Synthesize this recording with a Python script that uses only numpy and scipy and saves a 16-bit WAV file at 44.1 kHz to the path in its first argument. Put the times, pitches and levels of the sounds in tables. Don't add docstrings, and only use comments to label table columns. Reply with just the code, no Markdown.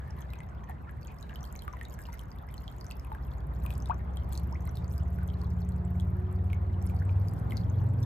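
import sys
import numpy as np
from scipy import signal
from scipy.fft import rfft, irfft, next_fast_len
from scipy.io import wavfile
from scipy.ndimage import uniform_filter1d, map_coordinates

SR = 44100
rng = np.random.default_rng(int(sys.argv[2]) if len(sys.argv) > 2 else 0)


def bounce(signal):
    frames = np.transpose(np.atleast_2d(signal))
    limited = np.clip(frames, -1, 1)
    pcm = np.round(limited * 32767).astype(np.int16)
    wavfile.write(sys.argv[1], SR, pcm)


N = 355005


def amp(db):
    return 10 ** (np.asarray(db) / 20)


def unit(x):
    return x / np.sqrt(np.mean(x ** 2) + 1e-20)


def along(points, hz):
    point_hz, values = np.transpose(points)
    return np.interp(np.log(hz + 1), np.log(point_hz + 1), values)


def curves(rows):
    time_s, *columns = np.transpose(rows)
    return [np.interp(np.arange(N) / SR, time_s, column) for column in columns]


def wobble(rate):
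    knots = rng.standard_normal(int(N * rate / SR) + 4)
    return map_coordinates(knots, [np.arange(N) * rate / SR])


def filtered(x, response):
    size = next_fast_len(N + SR // 2)
    spectrum = rfft(x, size) * response(np.fft.rfftfreq(size, 1 / SR))
    return irfft(spectrum, size)[..., :N]


def add(out, start_s, sound):
    start = max(round(start_s * SR), 0)
    room = out[:, start:start + sound.shape[1]]
    room += sound[:, :room.shape[1]]


def placed(wave, pan_db, phase):
    side = np.array([[.5], [-.5]])
    pair = (wave * amp(side * pan_db) * np.exp(1j * side * phase)).imag
    return pair / np.sqrt(np.cosh(pan_db * np.log(10) / 20))


def rush(spectrum, alike, patchy_db):
    noise = signal.stft(rng.standard_normal((2, N)), nperseg=512)[2]
    field = rng.standard_normal(noise.shape[1:])
    field = uniform_filter1d(field, size=4, axis=0)
    field = uniform_filter1d(field, size=7, axis=1)
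    pair = signal.istft(noise * amp(patchy_db * unit(field)), nperseg=512)[1][:, :N]

    def mid_side_gain(hz):
        angle = np.arccos(np.clip(along(alike, hz), -1, 1)) / 2
        return amp(along(spectrum, hz)) * [np.cos(angle), np.sin(angle)]

    mid, side = filtered(pair, mid_side_gain)
    return unit(np.array([mid + side, mid - side]))


def ring(hz, cycles, glide, overshoot=.5, settle=0.71):
    age = np.arange(int(cycles / hz * SR) + 2) * hz / SR
    pitch = 1 + overshoot * np.exp(-age / settle) + glide * age / cycles
    envelope = amp(-60 * age / cycles) * (1 - np.exp(-age / 0.059))
    return envelope * np.exp(2j * np.pi * np.cumsum(pitch) * hz / SR)


def pop(start_hz, end_hz, life):
    u = np.linspace(0, 1, int(life * SR) + 4)
    hz = start_hz * (end_hz / start_hz) ** u
    return np.sin(np.pi * u) ** 2 * np.exp(2j * np.pi * np.cumsum(hz) / SR)


def bubble(hz, ring_db, pop_db, pan_db, chance, cycles=40, snap_s=0.00097, phase_spread=0.4):
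    life = cycles * np.interp(hz, [1300, 2600], [1.5, 1]) * np.exp(.18 * chance[0])
    note = ring(hz, life, glide=.04 * chance[1], overshoot=.3)
    start_hz = min(17000 * np.exp(0.14 * chance[2]), SR / 2)
    end_hz = np.interp(pop_db, [-58, -36], [9000, 6300]) * np.exp(0.087 * chance[3])
    snap = pop(start_hz, end_hz, snap_s)
    phase = phase_spread * chance[4]
    out = np.zeros((2, len(note) + len(snap)))
    add(out, 0, amp(pop_db) * placed(snap, pan_db, phase))
    add(out, snap_s / 2, amp(ring_db) * placed(note, pan_db, phase))
    return out


# start_s, pitch_hz, ring_db, pop_db, pan_db
NEAR_BUBBLES = [(0.209, 8500, -75.5, -40, 1), (0.335, 2470, -40.5, -38.5, 3), (0.404, 2030, -42.5, -44, 2),
                (0.696, 744, -37, -42, 7), (0.893, 1650, -43, -66, 5), (1.072, 6700, -42.5, -51.5, -2),
                (1.118, 2450, -73, -54.5, 4), (1.227, 3900, -42.5, -52.5, 6),
                (1.295, 2780, -44.5, -53.5, -4), (1.358, 3020, -39.5, -38.5, -3),
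                (1.43, 6000, -41.5, -54.5, 0), (1.441, 3180, -45.5, -44, 0), (1.526, 6900, -45, -40, 2),
                (1.554, 2210, -44.5, -39.5, -0.5), (1.621, 3140, -45.5, -39, -1),
                (1.679, 1190, -30, -46, 2), (1.735, 1010, -37.5, -50, 7), (1.769, 1900, -47.5, -59.5, -3),
                (1.812, 1830, -35, -42.5, -1), (1.852, 3740, -42.5, -42.5, 1), (1.94, 5900, -48, -40, 0),
                (1.99, 1584, -41.5, -40, -1), (2.054, 2830, -44, -53, 0), (2.087, 926, -38.5, -52, 7),
                (2.129, 5840, -43, -45, 3), (2.193, 3100, -43, -36, -2), (2.386, 3470, -51, -51, -2),
                (2.541, 3030, -48, -38.5, 4), (2.679, 3220, -37.5, -51, -2), (2.811, 4600, -40.5, -46, 3),
                (2.846, 1520, -50, -48, 5), (2.866, 6000, -40.5, -61, 2), (2.911, 2640, -36.5, -34.5, -1),
                (3.048, 2530, -50.5, -40.5, 2), (3.118, 868, -33, -58, 2), (3.149, 1620, -42.5, -44.5, 4),
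                (3.652, 1050, -39.5, -42, 10), (3.663, 2480, -38, -33, 9), (3.705, 2530, -37, -36, 5),
                (3.779, 6000, -58, -35, 1), (3.858, 3660, -41.5, -39.5, 1), (3.897, 716, -29, -61, 13),
                (3.909, 2450, -42.5, -64, 10), (4.171, 3230, -40, -39, 1), (4.325, 3400, -46, -31, 3.5),
                (4.331, 4300, -52, -31, 3), (4.353, 4000, -40, -50, 3), (4.376, 4430, -36.5, -31, 1),
                (4.675, 2060, -49, -41, 0.5), (4.771, 3700, -41.5, -39, 0), (4.98, 4860, -45.5, -38, 1),
                (5.186, 1480, -44, -55.5, 0), (5.416, 4400, -46, -46, 12), (5.436, 1056, -41, -47, 3),
                (5.69, 7660, -61, -38, 1), (5.999, 3320, -41.5, -39.5, 2), (6.007, 6940, -50, -44, 0),
                (6.327, 8000, -70, -43.5, 1), (6.501, 2390, -46, -60, 0.5), (6.531, 2224, -37, -40, 1.5),
                (6.825, 8200, -55, -39.5, 0), (6.866, 9300, -36.5, -39, 2), (6.898, 2370, -46.5, -44.5, 9),
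                (7.093, 2400, -44.5, -62.5, -6), (7.284, 4870, -43, -41.5, 4), (7.508, 3070, -43, -39.5, 3),
                (7.521, 2080, -36.5, -39, -3.5), (7.57, 4550, -33, -34.5, 2.5)]


def near_bubbles(ring_gain_db=2, pop_gain_db=0):
    out = np.zeros((2, N))
    chances = rng.standard_normal((len(NEAR_BUBBLES), 5))
    for (start_s, hz, ring_db, pop_db, pan_db), chance in zip(NEAR_BUBBLES, chances):
        add(out, start_s, bubble(hz, ring_db + ring_gain_db, pop_db + pop_gain_db, pan_db, chance))
    return out


# start_s, start_pitch_hz, level_db, life_s, rise_octaves, pan_db
AIR_POCKETS = [(1.412, 992, -50, 0.042, 0.83, 1), (3.896, 803, -21.5, 0.026, 0.94, 10),
               (4.52, 813, -39, 0.026, 0.73, 2), (4.551, 1890, -42.5, 0.012, 0.48, 0),
               (4.675, 946, -43.5, 0.021, 0.94, -3), (7.015, 1370, -40, 0.012, 0.71, 4)]


def glugs():
    out = np.zeros((2, N))
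    for start_s, start_hz, level_db, life_s, octaves, pan_db in AIR_POCKETS:
        t = np.arange(int(1.5 * life_s * SR)) / SR
        u = t / life_s
        swell = (1 - np.exp(-t / 0.0029)) * amp(-19 * u ** 3)
        hz = start_hz * 2 ** (octaves * u ** 1.3)
        wave = swell * np.exp(2j * np.pi * np.cumsum(hz) / SR)
        add(out, start_s, amp(level_db) * placed(wave, pan_db, 0))
    return out


# start_s, length_s, pitch_hz, level_db
FOLDING_WAVELETS = [(0, .26, 1734, -58.5), (0.285, .14, 2040, -61.5), (0.68, .035, 1800, -51),
                    (0.691, .03, 867, -47.5), (0.871, .03, 1790, -57.5), (1.075, .05, 2420, -54),
                    (1.293, .04, 1650, -47.5), (1.727, .12, 2000, -61.5), (1.981, .03, 1620, -50.5),
                    (2.122, .03, 1390, -51.5), (2.125, .025, 2040, -52), (3.992, .02, 1790, -54),
                    (5.19, .04, 1510, -51), (5.41, .04, 1085, -57.5), (6.914, .05, 752, -50.5),
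                    (7.56, .06, 4500, -57)]


def gurgles(per_second=260, spread_db=3, pitch_spread=0.022):
    out = np.zeros((2, N))
    chances = rng.standard_normal((len(FOLDING_WAVELETS), 100, 4))
    for (start_s, length_s, hz, level_db), draws in zip(FOLDING_WAVELETS, chances):
        for k, draw in enumerate(draws[:int(length_s * per_second) + 1]):
            note = ring(hz * np.exp(pitch_spread * draw[0]), 51, glide=0.022, overshoot=0.3)
            gain = amp(level_db + spread_db * draw[2])
            add(out, start_s + (k + .5 * draw[1]) / per_second, gain * placed(note, 0, draw[3]))
    return out


# time_s, level_db
TRICKLE_LEVEL = [(0, -66), (.55, -73), (.85, -73), (1.05, -65), (1.75, -67.5), (2.1, -65.5), (2.42, -74),
                 (2.6, -66), (3.5, -72.5), (3.7, -62.5), (4.03, -73), (4.6, -65.5), (5.85, -71),
                 (6.65, -74), (6.85, -66), (7.35, -66), (7.75, -71), (8.05, -68)]


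def busy(flurry_db=-31, flurry_s=.042):
    trickle_db, = curves(TRICKLE_LEVEL)
    t = np.arange(N) / SR
    power = amp(trickle_db) ** 2
    for start_s, _, _, pop_db, _ in NEAR_BUBBLES:
        near = slice(*np.searchsorted(t, [start_s - 3 * flurry_s, start_s + 3 * flurry_s]))
        power[near] += amp(pop_db + flurry_db) ** 2 * np.exp(-((t[near] - start_s) / flurry_s) ** 2)
    return 10 * np.log10(power)


def bursts(busy_db, count, centre_hz, pitch_spread, ring_db, pop_db, spread_db):
    odds = np.cumsum(amp(.6 * busy_db + 5 * wobble(28)))
    starts = np.searchsorted(odds / odds[-1], rng.random(count))
    out = np.zeros((2, N))
    for i, draw in zip(starts, np.clip(rng.standard_normal((count, 9)), -2, 2)):
        hz = min(centre_hz * np.exp(pitch_spread * draw[0]), 9000)
        level_db = busy_db[i] + spread_db * draw[1]
        note_db = level_db + ring_db - 7.9 * draw[2]
        snap_db = level_db + pop_db + 4.94 * draw[2]
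        add(out, i / SR, bubble(hz, note_db, snap_db, 2.0 * draw[3], draw[4:]))
    return out


def fizz(busy_db):
    return bursts(busy_db, count=700, centre_hz=5590, pitch_spread=.32, ring_db=3, pop_db=7.5, spread_db=6.0)


def plinks(busy_db):
    return bursts(busy_db, count=90, centre_hz=4330, pitch_spread=.38, ring_db=11.0, pop_db=16, spread_db=-0.5)


def babble(count=1800, centre_hz=1700, level_db=-60, spread_db=3, tilt_db=-5):
    out = np.zeros((2, N))
    starts_s = rng.random(count) * N / SR
    for start_s, draw in zip(starts_s, np.clip(rng.standard_normal((count, 6)), -2, 2)):
        octave = .5 * draw[0]
        facing_db = np.interp(start_s, [2.2, 3.4], [1.5, -1.5])
        cycles = 48 * np.exp(0.42 * draw[1])
        note = ring(centre_hz * 2 ** octave, cycles, glide=0.13 + 0.2 * draw[2], overshoot=0.016)
        gain = amp(level_db + facing_db + spread_db * draw[3] + tilt_db * octave)
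        add(out, start_s, gain * placed(note, 3 * draw[4], 1.0 * draw[5]))
    return out


# freq_hz, lead_radians
LEFT_LEAD = [(300, 0), (700, 1.5), (1200, 1.83), (2100, -0.87), (4500, 1.89), (7000, 1.1), (9000, -3.5),
             (12000, -1.7), (15000, 2.5)]


def stereo_phase(water):
    side = np.array([[.5], [-.5]])
    return filtered(water, lambda hz: np.exp(1j * side * along(LEFT_LEAD, hz)))


# freq_hz, t60_s
BANK_DECAY = [(500, 0.032), (2000, 0.24), (12000, 0.026)]


def banks(x):
    hz, t, noise = signal.stft(rng.standard_normal((2, SR // 3)), SR, nperseg=256)
    decay = amp(-60 * t / along(BANK_DECAY, hz)[:, None])
    tail = signal.istft(noise * decay, SR, nperseg=256)[1]
    return signal.fftconvolve(x, tail / np.linalg.norm(tail[0]), axes=1)[:, :N]


# time_s, level_db
WASH_LEVEL = [(0, -54), (.87, -56.5), (1.57, -54.5), (2.29, -55.5), (4.2, -51.5), (5.2, -54.5),
              (7.3, -51.5), (8.05, -52)]
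# freq_hz, density_db
WASH_SPECTRUM = [(150, -10.5), (300, 1.5), (450, 0), (700, 3.5), (1050, 2.5), (1500, -5.5), (2100, -15.5),
                 (3000, -27), (4500, -30.5), (7000, -67), (12000, -37.5), (16000, -45.5)]
# freq_hz, density_db
SPRAY_SPECTRUM = [(1500, 4), (2800, 8.5), (4500, 4), (7500, 1.5), (12000, -2.5), (16000, -17.5)]
# freq_hz, likeness
RIFFLE_LIKENESS = [(250, 1), (450, -0.59), (800, -0.043), (1400, -0.33), (2400, 0.95), (5000, -0.015),
                   (8000, 0.94), (13000, 0.5)]


def riffle(busy_db, level_db=1, spray_db=-10, spurt_db=3.0):
    wash_db, = curves(WASH_LEVEL)
    wash_gain = amp(wash_db + level_db + .4 * wobble(9.9))
    wash = wash_gain * rush(WASH_SPECTRUM, RIFFLE_LIKENESS, patchy_db=2.04)
    spurt_gain = amp(spurt_db * wobble(35))
    spurts = unit(spurt_gain * rush(SPRAY_SPECTRUM, RIFFLE_LIKENESS, patchy_db=-2.5))
    return wash + amp(busy_db + spray_db) * spurts


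# centre_hz, width_hz, gain_db
EXHAUST_PIPE = [(59.4, 7.9, 5.5), (68.5, 5.3, 5.5), (82.1, 13.8, -7.5), (94.7, 9.1, 8), (123.7, 12, 6.5),
                (145.2, 11, 3), (179.36, 7.6, 11.5), (214.5, 95, -14.5), (366.8, 14.4, 13.5), (406, 14, 13),
                (495, 202, -11.5), (704, 50, 6)]


def pipe_db(hz):
    return sum(db / (1 + (2 * (hz - centre) / width) ** 2) for centre, width, db in EXHAUST_PIPE)


# time_s, cycles_per_s
ENGINE_SPEED = [(0, 16.4), (.6, 15), (1.3, 12.6), (1.8, 13.5), (2.4, 12.8), (3.1, 13), (3.5, 14.6),
                (4, 16.2), (4.6, 17.4), (5.2, 17.7), (5.7, 17.75), (6.1, 18.1), (6.5, 18.65), (6.9, 18.1),
                (7.2, 19.3), (7.5, 21.3), (7.8, 23.6), (8.05, 24.7)]
# time_s, exhaust_db, road_rumble_db
ENGINE_LEVEL = [(0, -45, -57), (.8, -51, -58), (2.85, -50.5, -58.5), (3.5, -40.5, -54), (4.7, -38, -53.5),
                (5.9, -35, -54), (6.9, -35, -52), (7.5, -34.5, -48.5), (8.05, -36, -49)]
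# multiple_of_cycle_rate, level_db
EXHAUST_ORDERS = [(2, -17.5), (3, -10.5), (4, 3), (5, 2.5), (6, -8), (7, -11), (8, -7.5), (9, -16.5),
                  (10, -4.5), (11, -15.5), (12, -12.5), (14, -21.5), (17, -27), (20, -26.5), (23, -28.5),
                  (35, -33), (39, -31.5)]
# freq_hz, density_db
ROAD_SPECTRUM = [(20, -26.5), (35, -24), (52, 0.5), (75, 4.5), (110, -1), (160, -3.5), (220, -9),
                 (300, -17), (450, -19), (750, -25.5), (1300, -64)]


def engine(road_db=13.5, phase_scatter=1.0, waver_db=0.55):
    speed, = curves(ENGINE_SPEED)
    exhaust_db, rumble_db = curves(ENGINE_LEVEL)
    crank = 2 * np.pi * np.cumsum(speed * (1 + .002 * wobble(7))) / SR
    exhaust = np.zeros(N)
    for k, order_db in EXHAUST_ORDERS:
        k = round(k)
        gain = amp(order_db + pipe_db(k * speed) + waver_db * np.sqrt(k) * wobble(5))
        phase = phase_scatter * rng.standard_normal()
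        exhaust += gain * np.sqrt(2) * np.cos(k * crank + phase)
    road_likeness = [(60, 0.87), (130, 0.81), (280, 0.59), (500, 0.77), (800, 0.15)]  # freq_hz, likeness
    road = rush(ROAD_SPECTRUM, road_likeness, patchy_db=1.0)
    return amp(exhaust_db) * exhaust + amp(rumble_db + road_db) * road


def scene(banks_db=-12):
    busy_db = busy()
    water = near_bubbles() + glugs() + gurgles() + fizz(busy_db) + plinks(busy_db) + babble()
    water = stereo_phase(water)
    return water + amp(banks_db) * banks(water) + riffle(busy_db) + engine()


# freq_hz, gain_db
MICROPHONE_COLOUR = [(8000, -0.5), (9200, 0), (10000, -10), (11000, 0), (12300, 0.5), (13800, 0.5),
                     (15000, 4), (16000, -23.5)]


def record(dry, top_hz=15800):
    return filtered(dry, lambda hz: amp(along(MICROPHONE_COLOUR, hz)) * (hz < top_hz))


dry = scene()
out = record(dry)
bounce(out)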